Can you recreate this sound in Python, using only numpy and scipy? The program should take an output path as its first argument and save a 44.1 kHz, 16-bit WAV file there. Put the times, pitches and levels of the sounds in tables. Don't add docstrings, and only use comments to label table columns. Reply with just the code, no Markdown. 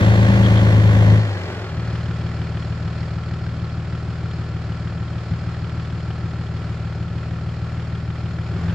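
import sys
import numpy as np
from scipy import signal
from scipy.fft import rfft, irfft
from scipy.io import wavfile
from scipy.ndimage import uniform_filter1d, map_coordinates

SR = 44100
rng = np.random.default_rng(int(sys.argv[2]) if len(sys.argv) > 2 else 0)


def pcm_store(signal):
    levels = np.round(np.clip(np.atleast_2d(signal), -1, 1) * 32767)
    wavfile.write(sys.argv[1], SR, levels.astype(np.int16).T)


N = 385434
TIME = np.arange(N) / SR
FREQ = np.arange(N // 2 + 1) * SR / N

# exhaust pulse at idle, exhaust pulse under load, dull knock,
# metallic ping, pump tick, all in relative dB.
CYLINDERS = [(5.5, 9, 5.5, -2.5, 1.5), (-2, -6.5, 4, 2.5, 1.5), (2.5, 6, 2, -2.5, 1),
             (-2, 6.5, 3.5, 3, -1.5), (3.5, 8.5, -1.5, -9, 4), (-2, 1, 1, 1.5, 2.5)]
# centre in Hz, width of one filter pass in Hz,
# relative dB at idle, relative dB under load.
PIPE_MODES = [(87.6, 55.5, -5.4, -7.2), (109.3, 20, 4.1, 1.6), (168.7, 22.6, 6.2, 8.1), (169, 29.5, -.1, 8),
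              (280, 110, -33, -32), (40, 12, -23, -50), (194, 18, -26, -6), (247, 22, -39, -30),
              (328, 30, -32, -23), (105, 11, -45, -5.5)]
PIPE_POLARITY = [-1, 1, 1, -1, 1, 1, -1, 1, 1, 1]
# centre in Hz, width in Hz, depth 0-1.
SILENCER_GAPS = [(130, 7.1, 0.4), (220.7, 17, 0.8)]
# centre in Hz, width in Hz, relative dB.
BLOCK_MODES = [(733, 140, 3), (1510, 570, 0.5), (3180, 400, -14), (5200, 730, -21.5)]
# centre in Hz, width in Hz, relative dB.
COVER_MODES = [(2390, 90, 9), (4200, 57, 8), (4530, 62, 3.5), (5130, 250, -2.5), (5650, 70, -7),
               (6970, 55, 1)]
# frequency in Hz, relative dB per Hz.
IDLE_COLOUR = [(120, -37.5), (200, -16.5), (227, -4.5), (353, -6.5), (460, -7), (759, -12.5), (875, -13.5),
               (1340, -9.5), (1460, -12.5), (2100, -16.5), (3820, -24.5), (5170, -24.5), (5960, -33),
               (7120, -31.5), (9990, -51.5), (14000, -71.5)]
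# frequency in Hz, relative dB per Hz.
LOAD_COLOUR = [(130, -22), (220, -21), (255, -8.5), (296, -17.5), (384, -6), (464, -11), (572, -8),
               (705, -14.5), (1100, -13.5), (1290, -22), (1390, -18), (1700, -15.5), (2030, -15),
               (2200, -20.5), (3250, -24), (4400, -31.5), (4950, -36.5), (6200, -34), (7700, -39.5),
               (8910, -46.5), (14000, -46.5)]
# centre in Hz, width in Hz, relative dB.
HEAD_MODES = [(2970, 120, -3), (3218, 86, 1.5), (3470, 51, -1.5)]
# centre in Hz, width in Hz, relative dB.
INJECTOR_MODES = [(1610, 140, -1), (2940, 230, -8.5)]
# centre in Hz, width in Hz, relative dB.
PUMP_MODES = [(4250, 210, 3), (4440, 200, 0.5), (5260, 170, 3.5)]
# centre in seconds, half length in seconds, gain in dB.
PUMP_IN_VIEW = (3.1, 0.44, 5)
# start in seconds,
# metallic ring in relative dB, dull clack in relative dB.
HARD_KNOCKS = [(1.953, -33, -34), (2.0567, -35, -41), (2.109, -40, -35), (2.2119, -39, -41),
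               (2.2638, -40, -43), (2.416, -35, -42), (2.5706, -34, -38), (2.7232, -36, -49),
               (2.8789, -39.5, -47), (3.2353, -38, -42), (3.466, -42, -43), (3.9514, -41.5, -48),
               (4.3131, -39, -48), (4.872, -42, -36), (5.0823, -41, -44), (5.5448, -40, -44),
               (5.6446, -37, -48), (5.695, -36, -48), (6.1085, -39, -49), (6.3126, -41, -47),
               (6.4667, -38, -48), (6.7206, -44, -42), (7.0828, -40, -47), (7.9514, -39, -46),
               (8.102, -39.5, -40), (8.1589, -40, -50), (8.697, -31, -38)]
# multiple of the firing rate, level in dB at idle,
# level in dB at full burn.
ENGINE_TONES = [(6, -54, -39), (7, -62, -41), (8, -51, -50), (10.33, -68, -44), (11, -62, -42),
                (11.33, -68, -45), (14, -62, -45), (15, -66, -48), (17, -60, -50), (19, -53, -44.5),
                (21, -66, -45), (26, -68, -46), (32.6, -57, -56), (38, -60, -45)]
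# centre in Hz, width in Hz, level in dB at idle, level in dB at full burn.
SUMP_MODES = [(336, 157, -48.5, -40.5), (570, 88, -62.5, -46.5), (713, 79, -52, -54)]
# centre in seconds, half length in seconds, level in dB.
BUZZES = [(0.44, 0.0082, -34), (0.46, 0.008, -30.5), (0.574, 0.028, -36)]
# time in seconds, firings per second.
HELD_REVS = [(0, 53.78), (.3, 55.4), (.9, 52.86), (1.2, 53.15)]
# time in seconds, depth in Hz, recovery in seconds.
SAGS = [(1.766, 1.304, .531), (5.16, .855, .196)]
# centre in seconds, half length in seconds, gain in dB.
STUMBLE = [(5.245, 0.055, -3), (5.308, 0.017, 4.5)]
# time in seconds, exhaust gain in dB, engine bay gain in dB,
# exhaust left minus right in dB, engine in view 0-1, exhaust lead on the left in ms,
# engine bay lead on the left in ms.
WALK = [(0, -0.6, 9.5, 2.4, 0.5, 0.24, 0.24), (.5, -1, 9, 2, 0.6, 0.15, 0.2),
        (1.05, -0.5, 7.5, 2.5, 0.9, 0.029, 0.2), (2, 0, 2.5, 1.4, 0.4, -0.023, 0.012),
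        (3.6, -1.5, -1, 1.55, 0.05, -0.015, -.015), (8.74, -1.5, -0.83, 1.5, 0.32, -0.044, 0.0076)]
# frequency in Hz, likeness 0-1.
LIKENESS = [(100, 1), (300, 0.92), (600, 0.87), (1200, 0.82), (2500, 0.61), (5000, 0.33), (14000, 0)]

START_FIRING = 5.78
LIFT_S, FALL_HZ_PER_S, IDLE_HZ, SAG_ONSET_S = 1.202, 28.92, 39.001, .05
PRESS_S, PEDAL_PER_S, PULL_HZ_PER_S = 8.42, 1.7, 88
FUEL_CUT_S, FUEL_CUT_LENGTH_S, FUEL_BACK_S, FUEL_BACK_LENGTH_S = 1.153, 0.085, 1.605, 0.15
BURN_OUT_S, BURN_PER_S = 0.088, 1.46
COAST_LOAD = 0.67
EXHAUST_DB, PEDAL_DB, CUT_DB, SAG_DB_PER_HZ = 32, 6, -9, -0.2
BAY_DB, BAY_BURN_DB, BAY_CUT_DB, BAY_UNEVEN_DB, BAY_PAN_DB = -45.5, 7.5, 2, 0.46, -0.65
KNOCK_AT, PING_AT = .19, .3
INJECTOR_AT = 1.22
WHINE_PER_FIRING = 34.57
TOP_HZ = 14600


def undb(db):
    return 10 ** (np.asarray(db) / 20)


def unit(x):
    return x / np.sqrt(np.mean(x ** 2))


def noise():
    return rng.standard_normal(N)


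def curve(rows, axis=1):
    rows = np.array(rows)
    return np.interp(TIME, rows[:, 0], rows[:, axis])


def over_freq(rows):
    hz, value = np.transpose(rows)
    return np.interp(np.log(FREQ + 1), np.log(hz), value)


def ramp(start, length):
    return np.clip((TIME - start) / length, 0, 1)


def bump(at, length):
    return np.exp(-((TIME - at) / length) ** 2)


def wander(rate):
    k = int(SR / rate)
    steps = np.repeat(rng.standard_normal(N // k + 1), k)
    return unit(uniform_filter1d(steps, k)[:N])


def resonance(hz, width):
    s = 1j * FREQ
    return s * width / (s * s + s * width + hz * hz)


def treble_cut(hz, steepness):
    return 1 / (1 + (FREQ / hz) ** steepness)


def shape(x, response):
    return irfft(rfft(x) * response, N)


def ring(x, modes):
    response = sum(undb(db) * resonance(hz, 2 * width) ** 2 for hz, width, db in modes)
    return unit(shape(x, response))


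def strikes(crank, angles, sizes):
    at = np.interp(angles, crank, np.arange(N), left=-1, right=-1)
    at, sizes = at[at >= 0], sizes[at >= 0]
    i = at.astype(int)
    earlier = np.bincount(i, sizes * (1 - at + i), N + 1)
    later = np.bincount(i + 1, sizes * (at - i), N + 1)
    return (earlier + later)[:N]


def firing_sizes(n, column, scatter_db):
    chance = rng.standard_normal(n[-1] + 1)[n]
    return undb(np.array(CYLINDERS)[n % len(CYLINDERS), column] + scatter_db * chance)


def sag():
    out = 0
    for at, depth, recovery in SAGS:
        since = np.maximum(TIME - at, 0) / recovery
        out = out + depth * ramp(at - SAG_ONSET_S, SAG_ONSET_S) * (1 - since) * np.exp(-since)
    return out


def driver():
    press = ramp(PRESS_S, 1 / PEDAL_PER_S)
    falling = curve(HELD_REVS) - FALL_HZ_PER_S * np.maximum(TIME - LIFT_S, 0)
    idling = IDLE_HZ - sag() + PULL_HZ_PER_S * np.cumsum(press) / SR
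    lifted = ramp(FUEL_CUT_S, FUEL_CUT_LENGTH_S)
    coast = lifted * (1 - ramp(FUEL_BACK_S, FUEL_BACK_LENGTH_S))
    return np.maximum(falling, idling), 1 - lifted + press, coast


def combustion():
    return 1 - ramp(FUEL_CUT_S, BURN_OUT_S) + ramp(PRESS_S, 1 / BURN_PER_S)


def exhaust(crank, load, strength, scatter_db=0.27, jitter=0.014, gas_db=-33, gas_load_db=4, gas_decay=0.64):
    n = np.arange(int(crank[-1]) + 1)
    time_chance, size_chance = rng.standard_normal((2, len(n)))
    push = np.interp(n, crank, load)
    idle_db, load_db, *_ = np.array(CYLINDERS)[n % len(CYLINDERS)].T
    lag = push * (.22 + .11 * (n % 2))
    pulse_db = idle_db + push * (load_db - idle_db) + scatter_db * size_chance
    pulses = strikes(crank, n + lag + jitter * time_chance, undb(pulse_db))
    boom = 0
    for (hz, width, idle, loaded), sign in zip(PIPE_MODES, PIPE_POLARITY):
        feed = pulses * strength * undb(idle + load * (loaded - idle))
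        peak = signal.iirpeak(hz, hz / width, fs=SR)
        boom = boom + sign * signal.lfilter(*peak, signal.lfilter(*peak, feed))
    puff = np.exp(-(crank % 1) / gas_decay) * noise()
    gas = shape(ring(puff, [(133, 150, -12.0), (195, 79, -1), (355, 64, -5.0)]), resonance(210, 210))
    gas = gas * strength / strength.max() * undb(gas_db + gas_load_db * load)
    gaps = [1 - np.clip(depth, 0, 1) * resonance(hz, width) for hz, width, depth in SILENCER_GAPS]
    return shape(boom + gas, np.prod(gaps, axis=0))


def underbody(x, decay_s=0.0055, order=1024):
    tail = rng.standard_normal(order) * np.exp(-np.arange(order) / (decay_s * SR))
    response = rfft(tail, N)
    return shape(x, response / (np.abs(response) + 1e-9) ** .7)


def rattle(crank, tick_db=6, throb=0.12, scatter_db=1.0, jitter=0.0021, count=150):
    angles = (np.arange(count) + rng.uniform(0, 1, count)) * len(CYLINDERS) / count
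    sizes = rng.choice([-1, 1], count) * rng.uniform(0.59, 1, count)
    cycles = len(CYLINDERS) * np.arange(int(crank[-1] / len(CYLINDERS)) + 1)[:, None]
    time_chance, size_chance = rng.standard_normal((2, len(cycles), count))
    tap_angles = cycles + angles + jitter * time_chance
    tap_sizes = sizes * undb(scatter_db * size_chance)
    taps = strikes(crank, tap_angles.ravel(), tap_sizes.ravel())
    swell = 1 + throb * np.cos(2 * np.pi * (crank - .4))
    return unit(swell * (noise() + undb(tick_db) * unit(underbody(taps))))


def bay_level(x):
    return x / np.std(shape(x, (FREQ > 700) & (FREQ < 7000)))


def two_ports(a, b):
    alike = np.clip(over_freq(LIKENESS), 0, 1)
    return np.array([a, shape(a, alike) + shape(b, np.sqrt(1 - alike ** 2))])


def engine_bay(crank, load, burn, idle_db=4.3, loaded_db=0, knock_db=-4, cover_db=-8,
               knock_decay=0.26, roar_throb=.08):
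    since = crank - KNOCK_AT
    phase = since % 1
    force = firing_sizes(since.astype(int), 2, 1.8)
    burst = force * np.exp(-phase / knock_decay) * (1 - np.exp(-phase / 0.0082))
    bright = np.clip(np.maximum(load, curve(WALK, axis=4)), 0, 1)
    surge = 1 + roar_throb * burn * np.cos(2 * np.pi * (since - .25))
    paths = []
    for _ in range(2):
        taps = rattle(crank)
        idle = bay_level(shape(taps, undb(over_freq(IDLE_COLOUR))))
        roar = bay_level(shape(taps, undb(over_freq(LOAD_COLOUR))))
        clatter = (1 - bright) * undb(idle_db) * idle + bright * undb(loaded_db) * surge * roar
        knock = shape(ring(burst * noise(), BLOCK_MODES), treble_cut(6500, 6))
        covers = shape(ring(rattle(crank) * undb(2 * wander(24)), COVER_MODES), treble_cut(7800, 10))
        paths.append(clatter + undb(knock_db - 3.5 * load) * knock + undb(cover_db - 7.8 * load) * covers)
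    return two_ports(*paths)


def pings(crank, burn, ping_db=-13.5, decay=.1, scatter_db=1.8):
    n, since = np.divmod(crank - PING_AT, 1)
    size = firing_sizes(n.astype(int), 3, scatter_db)
    paths = [ring(size * np.exp(-since / decay) * noise(), HEAD_MODES) for _ in range(2)]
    return undb(ping_db) * (1 - .5 * burn) * two_ports(*paths)


def injector(crank, pedal, tick_db=-12.5, decay=.19, scatter_db=1.3):
    cycle, since = np.divmod(crank - INJECTOR_AT, len(CYLINDERS))
    size = undb(scatter_db * rng.standard_normal(int(cycle[-1]) + 1))[cycle.astype(int)]
    envelope = size * np.exp(-since / decay)
    paths = [shape(ring(envelope * noise(), INJECTOR_MODES), resonance(2800, 4000)) for _ in range(2)]
    return undb(tick_db) * (1 - pedal) * two_ports(*paths)


def pump(crank, pedal, tick_db=-15, decay=0.25, scatter_db=2):
    n, since = np.divmod(crank - KNOCK_AT, 1)
    ticks = np.exp(-since / decay) * firing_sizes(n.astype(int), 4, scatter_db)
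    paths = [shape(ring(ticks * noise(), PUMP_MODES), treble_cut(6000, 12)) for _ in range(2)]
    at, length, db = PUMP_IN_VIEW
    return undb(tick_db + db * bump(at, length)) * (1 - pedal) * two_ports(*paths)


def hard_knocks(ring_db=-5, clack_db=1.5, decay_s=.005, ring_hz=3150, clack_hz=1620):
    def blows(column, hz, width):
        fade = 0
        for row in HARD_KNOCKS:
            decay = np.exp(-np.abs(TIME - row[0]) / decay_s)
            fade = fade + undb(row[column]) * (TIME >= row[0]) * decay
        return fade * two_ports(*[ring(noise(), [(hz, width, 0)]) for _ in range(2)])
    both = undb(ring_db) * blows(1, ring_hz, 280) + undb(clack_db) * blows(2, clack_hz, 230)
    return shape(both, treble_cut(6500, 6))


def alternator(crank, speed, load, coast, whine_db=-47.8, load_db=3, bracket_hz=1420, bracket_width_hz=400,
               flutter=0.2, throb=0.35, slip=.12, whirr_db=-57.5, whirr_hz=1378):
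    jerk = 2 * np.pi * (crank - KNOCK_AT + 0.016)
    turn = 2 * np.pi * WHINE_PER_FIRING * crank
    turn = turn + (1 - coast) * flutter * np.sin(jerk - 1.9) + slip * wander(70)
    bracket = 1 / np.hypot(1, 2 * (WHINE_PER_FIRING * speed - bracket_hz) / bracket_width_hz)
    level = undb(whine_db + load_db * load + curve(WALK, axis=2) / 2)
    size = bracket * level * (1 + (1 - coast) * throb * np.cos(jerk))
    whirr = undb(whirr_db) * (1 - load) * (1 + np.cos(jerk)) * ring(noise(), [(whirr_hz, 50, 0)])
    return size * np.sin(turn) + whirr


def engine_tones(crank, burn, coast, waver_db=0.5, drift=0.6):
    tones = 0
    for multiple, idle, full in ENGINE_TONES:
        size = undb(idle + burn * (full - idle) + waver_db * wander(6))
        tones = tones + size * np.sin(2 * np.pi * multiple * crank + drift * wander(22))
    return tones * (1 - .5 * coast)


def sump(crank, burn, scatter_db=1, jitter=0.0068):
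    n = np.arange(int(crank[-1]) + 1)
    time_chance, size_chance = rng.standard_normal((2, len(n)))
    blows = strikes(crank, n + 0.2491 + jitter * time_chance, undb(scatter_db * size_chance))
    return sum(undb(idle + burn * (full - idle)) * ring(blows, [(hz, width, 0)])
               for hz, width, idle, full in SUMP_MODES)


def overrun(crank, speed, coast, hum_db=-39.5, db_per_hz=1.47, octave_db=-16, rush_db=-39):
    turn = 4 * np.pi * crank + 0.82
    level = undb(hum_db + db_per_hz * (speed - IDLE_HZ) + wander(3.2))
    hum = level * (np.sin(turn) + undb(octave_db) * np.sin(2 * turn))
    rush = undb(rush_db) * ring(noise(), [(393, 52, 12), (605, 36, -2), (820, 34, 3.5)])
    return coast * hum + np.sqrt(coast) * rush


def buzzes(crank, pitch_hz=3250, width_hz=300, decay=0.6):
    swell = sum(undb(db) * bump(s, length) for s, length, db in BUZZES)
    kicks = np.exp(-(crank % 1) / decay)
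    return swell * np.array([ring(kicks * noise(), [(pitch_hz, width_hz, 0)]) for _ in range(2)])


def pan(db):
    return undb(np.array([[.5], [-.5]]) * db)


def arrive(pair, lead_ms):
    late = lead_ms * SR / 1000
    return np.array([pair[0], map_coordinates(pair[1], [np.arange(N) - late], mode="mirror")])


def scene():
    speed, pedal, coast = driver()
    burn = combustion()
    crank = START_FIRING + np.cumsum(speed) / SR
    load = np.clip(pedal + COAST_LOAD * coast, 0, 1)

    stumble_db = sum(db * bump(s, length) for s, length, db in STUMBLE)
    pulse_db = EXHAUST_DB + PEDAL_DB * pedal + CUT_DB * coast + SAG_DB_PER_HZ * sag()
    pulse_db = pulse_db + stumble_db + curve(WALK, axis=1)
    tail = exhaust(crank, load, undb(pulse_db)) + overrun(crank, speed, coast)
    tail = pan(curve(WALK, axis=3)) * tail

    bay_db = BAY_DB + BAY_UNEVEN_DB * wander(9) + BAY_BURN_DB * burn + BAY_CUT_DB * coast + curve(WALK, axis=2)
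    clatter = engine_bay(crank, load, burn) + pings(crank, burn) + injector(crank, pedal) + pump(crank, pedal)
    hum = alternator(crank, speed, load, coast) + engine_tones(crank, burn, coast)
    hum = hum + (1 - coast) * sump(crank, burn)
    front = pan(BAY_PAN_DB) * (clatter * undb(bay_db) + hard_knocks() + hum) + buzzes(crank)
    return arrive(tail, curve(WALK, axis=5)) + arrive(front, curve(WALK, axis=6))


def record(dry):
    return signal.sosfilt(signal.ellip(8, .2, 70, TOP_HZ, fs=SR, output="sos"), dry)


dry = scene()
out = record(dry)
pcm_store(out)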